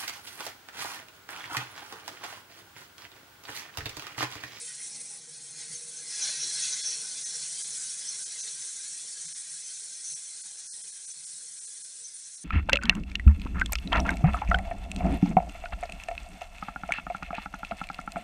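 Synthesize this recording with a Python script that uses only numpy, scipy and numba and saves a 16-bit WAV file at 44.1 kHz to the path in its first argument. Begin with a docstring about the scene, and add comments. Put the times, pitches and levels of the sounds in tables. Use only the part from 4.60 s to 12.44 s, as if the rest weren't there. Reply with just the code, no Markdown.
"""Steam leaks past the weight of a pressure cooker: its turbulent jet hisses in the treble as noise in bands.
Wet sputter under the weight, uneven noise, sets the modes of the metal lid and weight ringing.
A gas flame rumbles as low noise with two resonances and hums the modes of the pot.
Gliding tones make a few gurgling bubbles inside and two short peeps of the weight.
All reaches one close phone microphone; now and then nearly all but the treble drops out for an instant."""
import sys
import numpy as np
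from scipy import signal
from scipy.fft import rfft, irfft
from scipy.io import wavfile
from scipy.ndimage import uniform_filter1d
from numba import njit

SR = 44100
rng = np.random.default_rng(int(sys.argv[2]) if len(sys.argv) > 2 else 0)


def generate_wav(sig):
    """Save sig (samples, or channels by samples) to the path in sys.argv[1] as 16-bit PCM at SR."""
    pcm = np.round(np.clip(np.atleast_2d(sig).T, -1, 1) * 32767).astype(np.int16)
    wavfile.write(sys.argv[1], SR, pcm)


N = 345744
TOP_HZ = 11250  # upper limit of the hiss bands and of the phone


def steam():
    """Jet noise and impact-driven ringing share one leak, whose spurts lift each by its own amount."""
    # gains of the leak: start_s, sputter_db, jet_db
    leak = [(0, -49.5, -43), (.3, -52.5, -43.5), (.55, -52.5, -42), (.62, -56, -50), (.8, -56, -47.5),
            (.96, -55.5, -44.5), (1.22, -52.5, -43), (1.44, -51, -42.5), (1.55, -42, -41),
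            (1.68, -38, -36.5), (1.79, -41, -42.5), (1.92, -41, -35.5), (2.07, -39.5, -36.5),
            (2.14, -41.5, -40.5), (2.33, -41, -42), (2.37, -45, -40), (3.2, -46, -38.5), (3.55, -46.5, -41),
            (5.0, -51, -43.5), (6.1, -53.5, -45.5), (6.95, -56.5, -45), (7.84, -57.5, -48.5)]
    # spurts of steam, a swell and fall: centre_s, length_s, sputter_rise_db, jet_rise_db, whistle_rise_db
    spurts = [(0.05, 0.13, -0.5, 3, -13), (0.243, 0.12, 1, 3, 3), (0.361, 0.044, 5.5, 1.5, -2),
              (0.414, 0.035, 1, 5, 7), (1.014, 0.18, 7, 1, -15), (1.138, 0.1, 5, 1, -3),
              (1.628, 0.082, 1, -0.5, 7), (1.83, 0.069, 1.5, -4, 7), (1.913, 0.16, 0, -0.5, 7),
              (2.035, 0.11, 2, 1, 2), (2.14, 0.058, 2, -1, 3.5), (2.279, 0.11, -1, 2.5, 8.5),
              (2.45, 0.073, 1.5, 0.5, 3), (2.747, 0.065, 4, 0, -1), (2.84, 0.076, 3.5, 0.5, 3),
              (3.186, 0.13, 1, 2, -12), (3.514, 0.17, 1.5, -0.5, 2), (3.606, 0.068, 1, 0, 8),
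              (3.804, 0.11, 1.5, -1.5, 6), (3.88, 0.072, 3.5, -2.5, -6), (4.683, 0.15, 2.5, -1.5, -2),
              (5.501, 0.21, 0, 3, 9.5), (5.862, 0.049, 1.5, 1.5, -3), (6.511, 0.046, 0, 1, 14),
              (6.61, 0.064, 2, -1, 3), (7.452, 0.065, 0, -2, 11.5)]
    wet_db, dry_db = curve(leak)
    centre_s, length_s, *rises_db = np.transpose(spurts)
    wet_rise, dry_rise, whistle_rise = (bumps(centre_s, length_s, rise) for rise in rises_db)
    wet_db = wet_db + wet_rise
    # the weight whistles 1.5 dB above the sputter gain, apart from its own rises and a slight waver
    whistle_db = wet_db + 1.5 + whistle_rise + 0.15 * walk(18)
    dry_jet = undb(dry_db + dry_rise) * jet()
    return reflect(sputter(wet_db, whistle_db) + dry_jet)


def jet():
    """Turbulent mixing makes broadband noise; cavity resonances lift parts of it into humps."""
    # colour of the open jet: pitch_hz, relative_db_per_hz
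    jet_colour = [(710, -64), (1200, -30), (1630, -19.5), (2820, -24.5), (4250, -13.5), (4940, -15.5),
                  (6060, -2.5), (8790, -1.5), (9920, 0), (11100, -27.5), (14400, -103), (22000, -120)]
    # cavity under the weight, relative levels: pitch_hz, width_hz, first_db, last_db
    cavity = [(7790, 180, -4, -2), (8040, 180, -5.5, 0), (8140, 76, 2.5, -3), (8540, 46, 0, -5),
              (8850, 120, -5, 4), (8940, 89, 3, 2.5), (9670, 104, -1, 2.5), (9830, 276, -1.5, -15)]
    # gain of the broad hiss beside the humps: start_s, gain_db
    broad_gain = [(0, 0), (.55, -3.5), (.7, -1), (1.5, -1.5), (2.3, 0.5), (2.6, -1), (4, 1.5), (7.84, 0.5)]
    flutter_db = 1.18 * walk(100)
    open_jet = hiss(jet_colour, flutter_db, own_db=2.5, rate=45, step=.1)
    gas = rng.standard_normal(N) * undb(flutter_db)
    humps = 0
    for hz, width, first_db, last_db in cavity:
        hump_db = np.linspace(first_db, last_db, N) + 2.4 * walk(42)
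        # two filters in series narrow each other, so each is 1.5 times as wide
        humps = humps + undb(hump_db) * double_svf(gas, hz, 1.5 * width)
    return undb(curve(broad_gain)[0]) * open_jet + level(humps, -2.54)


def sputter(wet_db, whistle_db):
    """Forced modal vibration: uneven droplets ring lid and weight, and some splash radiates directly."""
    # lid and weight modes, relative levels: pitch_hz, width_hz, level_db
    modes = [(1515, 48, -20.5), (1571, 19.6, -17), (1675, 40, -18), (1885, 19, -16.5), (1904, 14, -15.5),
             (2065, 57, -16.5), (2253, 47, -21), (2386, 31, -18), (2488, 26, -16.5), (2649, 37, -17.5),
             (2933, 47, -21), (3155, 45, -15.5), (3367, 28, -14.5), (3414, 26.5, -11), (3520, 27, -14),
             (3647, 68, -17.5), (3857, 34, -12), (3960, 40, -11.5), (4150, 27.5, -7), (4292, 51, -8.5),
             (4387, 32, -8), (4684, 86, -13.5), (4985, 57, -10.5), (5274, 130, -10), (5427, 35, -8.5),
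             (5586, 63, -4), (5877, 51, -6), (6040, 29, -3.5), (6200, 59, 1), (6220, 27, -2.5),
             (6440, 42, -8), (6643, 34, -13.5), (6630, 106, -4), (6670, 56, -8), (6950, 33, -7),
             (7150, 48, -14), (7600, 19, -25), (7550, 30, -8.5)]
    # colour of the splash: pitch_hz, relative_db_per_hz
    splash_colour = [(150, -43), (250, -27), (1240, -20.5), (2060, -25), (2830, -23.5), (3370, -14),
                     (4630, -11.5), (5700, -4.5), (7460, -15), (9770, -1.5), (11100, -28), (14400, -67),
                     (22000, -120)]
    # gains of the lid's ringing beside the splash: start_s, middle_modes_db, other_modes_db
    lid_gain = [(0, -7.5, 3), (.5, -8, -1), (.65, -9.5, 3.5), (1.0, -8.5, 3.5), (1.3, -10.5, 1.5),
                (1.9, -12, 3), (2.33, -12, 2.5), (2.4, -13.5, 1.5), (4, -12.5, 1), (7.84, -13, 2)]
    spit_db = 0.95 * walk(70)
    drops = rng.standard_normal(N) * undb(spit_db)
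    weight = [m for m in modes if 5450 < m[0] < 6450]
    middle = [m for m in modes if 1800 < m[0] < 2800]
    other = [m for m in modes if m not in middle + weight]
    middle_db, other_db = curve(lid_gain)
    lid = undb(middle_db) * ring(middle, drops, waver_db=3.0, rate=28)
    lid = lid + undb(other_db) * ring(other, drops, waver_db=3.5, rate=24)
    splash = hiss(splash_colour, .6 * spit_db, own_db=3.0, rate=30, step=.15)
    whistle = ring(weight, drops, waver_db=4.0, rate=28)
    return undb(wet_db) * (lid + undb(-2.0) * splash) + undb(whistle_db) * whistle


def reflect(steam_sound):
    """Destructive interference: reflections off the lid cancel narrow bands of the steam."""
    # narrow gaps: pitch_hz, width_hz, depth_db
    gaps = [(2820, 77, -0.5), (3220, 65, -2.5), (6470, 170, -15), (6890, 110, -6.5), (7540, 140, -2.5),
            (8600, 73, -4), (9400, 390, -4.5)]
    for hz, width, depth_db in gaps:
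        cancelled = 1 - undb(min(depth_db, 0))
        steam_sound = steam_sound - cancelled * svf(steam_sound, 1. * hz, 1. * width)
    return steam_sound


def peeps():
    """Brief near-sinusoidal oscillation: short peeps of the weight."""
    # peeps: start_s, start_hz, end_hz, length_s, peak_db
    peep_tones = [(1.004, 6330, 6330, 0.02, -39), (1.148, 6430, 6310, 0.02, -34)]
    return glides(peep_tones)


def flame():
    """Combustion noise drives resonators: a broad roar, the humming pot and two puffing resonances."""
    # levels before the trims below: start_s, rumble_db, burner_tone_db
    flame_levels = [(0, -74.5, -68.5), (.8, -67.5, -67), (1.3, -67, -62.5), (2.1, -70, -64.5),
                    (3.1, -69.5, -67), (3.6, -75.5, -80), (4.9, -81, -78.5), (5.9, -82, -78.5),
                    (7.84, -86.5, -79)]
    # puffs of the rumble: centre_s, rise_db
    puffs = [(.16, 8), (.36, 11), (1.13, 12.5), (1.68, 10), (1.82, 10), (2.74, -1), (3.15, 5), (3.97, 10),
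             (4.32, 11), (4.67, 19), (4.91, 13), (5.53, 23), (5.85, 1), (6.6, 10), (6.76, 12), (7.72, 6)]
    # swells of the burner tone: centre_s, rise_db
    swells = [(.02, 30.5), (.69, 14), (1.31, 11.5), (1.96, 8), (3.69, 19), (4.06, 17), (5.67, 13),
              (6.82, 16), (7.43, 13)]
    # flame chamber, then burner resonance; nominal widths, widened below: pitch_hz, width_hz
    resonances = [(149, 14), (477, 8)]
    # colour of the broad rumble: pitch_hz, relative_db_per_hz
    rumble_colour = [(18, -64), (30, -32), (70, -22.5), (142, -3), (333, -10.5), (477, -4), (620, -12.5),
                     (964, -10.5), (1380, -17), (1500, -22), (1950, -49), (3300, -120)]
    # gain of the broad roar and humming pot, before their trims: start_s, gain_db
    roar_gain = [(0, -64.5), (.7, -67), (1.5, -64), (2.2, -65), (3.2, -67.5), (4.3, -71), (5.3, -74.5),
                 (6.3, -76.5), (7.84, -80)]
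    # pot body modes, relative levels: pitch_hz, width_hz, level_db
    pot_modes = [(166, 7.3, -10), (180.8, 9.1, 0), (235, 12.4, -0.5), (297.4, 9.4, 0), (330, 13, -5.5),
                 (390, 8.7, -3), (426, 30, -4), (458, 11, 2), (491, 10, -5.5), (540, 23, -8), (573, 21, -3),
                 (663, 24, -6.5), (804, 27, -2.5), (894, 23, -7.5), (980, 16, -9), (1134, 32, -7),
                 (1150, 21, -27), (1314, 26, -7.5)]
    rumble_db, tone_db = curve(flame_levels)
    puff_s, puff_rise_db = np.transpose(puffs)
    swell_s, swell_rise_db = np.transpose(swells)
    rumble_db = rumble_db + bumps(puff_s, 0.16, puff_rise_db)
    tone_db = tone_db + bumps(swell_s, 0.12, swell_rise_db)
    low, tone = (level(double_svf(rng.standard_normal(N), hz, 1.9 * width) * undb(2.0 * walk(12)), 0)
                 for hz, width in resonances)
    flicker_db = 1.7 * walk(10)
    broad = hiss(rumble_colour, flicker_db, own_db=0.5, rate=7, step=0.488)
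    pot = ring(pot_modes, rng.standard_normal(N) * undb(flicker_db), waver_db=3.5, rate=8)
    roar = undb(curve(roar_gain)[0]) * (undb(-3.0) * broad + undb(-2.5) * pot)
    return undb(rumble_db - 1.5) * low + roar + undb(tone_db - 7) * tone


def gurgles():
    """Bubble resonance: each bubble inside sounds a short gliding tone."""
    # bubbles: start_s, start_hz, end_hz, length_s, peak_db
    bubbles = [(1.625, 815, 770, 0.039, -55), (1.66, 710, 666, 0.056, -60), (1.68, 600, 570, 0.029, -54),
               (2.25, 790, 795, 0.043, -61), (1.13, 303, 288, 0.042, -61.5), (1.79, 404, 370, 0.16, -62),
               (1.83, 313, 300, 0.068, -60.5), (.33, 827, 840, 0.077, -68), (.5, 864, 800, 0.052, -65),
               (.99, 830, 825, 0.041, -65), (5.84, 890, 885, 0.047, -69), (5.84, 200, 190, 0.038, -67.5)]
    return glides(bubbles)


def dip(sound):
    """Spectral gating: the sound under the treble fades out and back in, but for a narrow band."""
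    # drop-outs; a spared band above top_hz changes nothing: centre_s, hold_s, top_hz, spared_hz
    dropouts = [(2.226, 0.0048, 3200, 1700), (2.646, 0.0023, 5200, 1740), (3.034, 0.0024, 4600, 3850),
                (3.648, 0.0012, 4250, 2480), (3.821, .004, 3900, 1600), (4.672, 0.0016, 3400, 150),
                (4.739, 0.0017, 4900, 150), (5.549, 0.0015, 4200, 150), (5.825, 0.0037, 4100, 4300),
                (6.103, 0.045, 4050, 1560), (6.228, 0.0035, 4960, 3380), (6.316, 0.0017, 3700, 2500),
                (6.466, 0.0044, 4740, 2500), (6.528, .002, 3200, 2080), (6.657, 0.0018, 4940, 2090),
                (7.001, 0.0015, 5200, 1600), (7.064, 0.0023, 3900, 4200), (7.234, 0.0036, 5100, 4150),
                (7.766, 0.0017, 4860, 1580)]
    edge_s, spared_width_hz, size = .013, 330, 4096  # size of the window in samples
    t = (np.arange(size) - size // 2) / SR
    hz = np.arange(size // 2 + 1) * SR / size
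    out = sound.copy()
    for centre_s, hold_s, top_hz, spared_hz in dropouts:
        start = int(centre_s * SR) - size // 2
        lost = (hz < top_hz) & (np.abs(hz - spared_hz) > spared_width_hz / 2)
        fade = np.cos(np.pi / 2 * np.clip((np.abs(t) - hold_s / 2) / edge_s, 0, 1)) ** 2
        out[start:start + size] -= fade * irfft(rfft(sound[start:start + size]) * lost, size)
    return out


def hiss(points, shared_db, own_db, rate, step):
    """Filtered noise: bands `step` octaves wide share a flutter and each flickers by itself."""
    hz = np.maximum(np.arange(N // 2 + 1) * SR / N, 1)
    point_hz, point_db = np.transpose(points)
    colour_db = np.interp(np.log(hz), np.log(point_hz), point_db)
    colour = rfft(rng.standard_normal(N)) * undb(colour_db)
    place = np.log2(hz / point_hz[0]) / step
    bands = int(np.log2(min(point_hz[-1], TOP_HZ) / point_hz[0]) / step) + 2
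    out = 0
    for k in range(bands):
        # overlapping triangular bands
        band = irfft(colour * np.maximum(1 - np.abs(place - k), 0), N)
        out = out + band * undb(own_db * walk(rate))
    return level(out * undb(shared_db), 0)


def ring(modes, drive, waver_db, rate):
    """Modal superposition: modes of alternate sign, each driven from its own wandering spot."""
    out = 0
    for k, (hz, width, db) in enumerate(modes):
        push = drive * undb(db + waver_db * walk(rate))
        out = out + (-1) ** k * svf(push, 1. * hz, 1. * width)
    return level(out, 0)


def glides(table):
    """Frequency modulation: phase sums a gliding pitch, under a half-sine rise and fall."""
    out = np.zeros(N)
    for start_s, start_hz, end_hz, length_s, db in table:
        u = np.linspace(0, 1, int(length_s * SR))
        cycles = np.cumsum(start_hz + (end_hz - start_hz) * u) / SR
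        tone = np.sin(2 * np.pi * (cycles + rng.random()))
        out[int(start_s * SR):][:len(u)] += undb(db) * np.sin(np.pi * u) * tone
    return out


@njit
def svf(x, hz, width):
    """Damped resonance: a state-variable band-pass with gain 1 at the centre."""
    y, b, l = np.empty(len(x)), 0., 0.
    g, k = np.tan(np.pi * hz / SR), width / hz
    for i in range(len(x)):
        v = (b + g * (x[i] - l)) / (1 + g * (g + k))
        b, l, y[i] = 2 * v - b, l + 2 * g * v, k * v
    return y


def double_svf(x, hz, width):
    """Cascaded resonance: two equal band-passes in series give steeper skirts."""
    return svf(svf(x, 1. * hz, 1. * width), 1. * hz, 1. * width)


def walk(rate):
    """Smoothed random process: levels held 1 / rate s and slewed twice, with a spread near 1."""
    k = int(SR / rate)
    held = np.repeat(rng.standard_normal(N // k + 1), k)
    return 1.18 * uniform_filter1d(uniform_filter1d(held, k), k)[:N]


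def curve(table):
    """Linear interpolation: columns of a table joined by straight lines in time."""
    s, *columns = np.transpose(table)
    return [np.interp(np.arange(N) / SR, s, c) for c in columns]


def bumps(centres, lengths, rises_db):
    """Raised-cosine envelopes: smooth swells in dB, summed, each about its centre."""
    t = np.arange(N) / SR
    return sum(db * np.cos(np.pi * np.clip((t - s) / length, -.5, .5)) ** 2
               for s, length, db in np.broadcast(centres, lengths, rises_db))


def undb(db):
    """Logarithmic level: decibels to amplitude ratio."""
    return 10 ** (np.asarray(db) / 20)


def level(x, db):
    """Mean-square power: scale to an rms level in dB."""
    return x * undb(db) / np.sqrt(np.mean(x ** 2))


def scene():
    """Linear superposition: all sources add at one microphone, written to both channels."""
    mono = steam() + peeps() + flame() + gurgles()
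    return np.array([dip(mono)] * 2)


def record(dry):
    """Band limiting: the phone cuts the top with a steep elliptic low-pass."""
    low_pass = signal.ellip(16, .2, 60, TOP_HZ, fs=SR, output="sos")
    return signal.sosfilt(low_pass, dry)


dry = scene()
out = record(dry)
generate_wav(out)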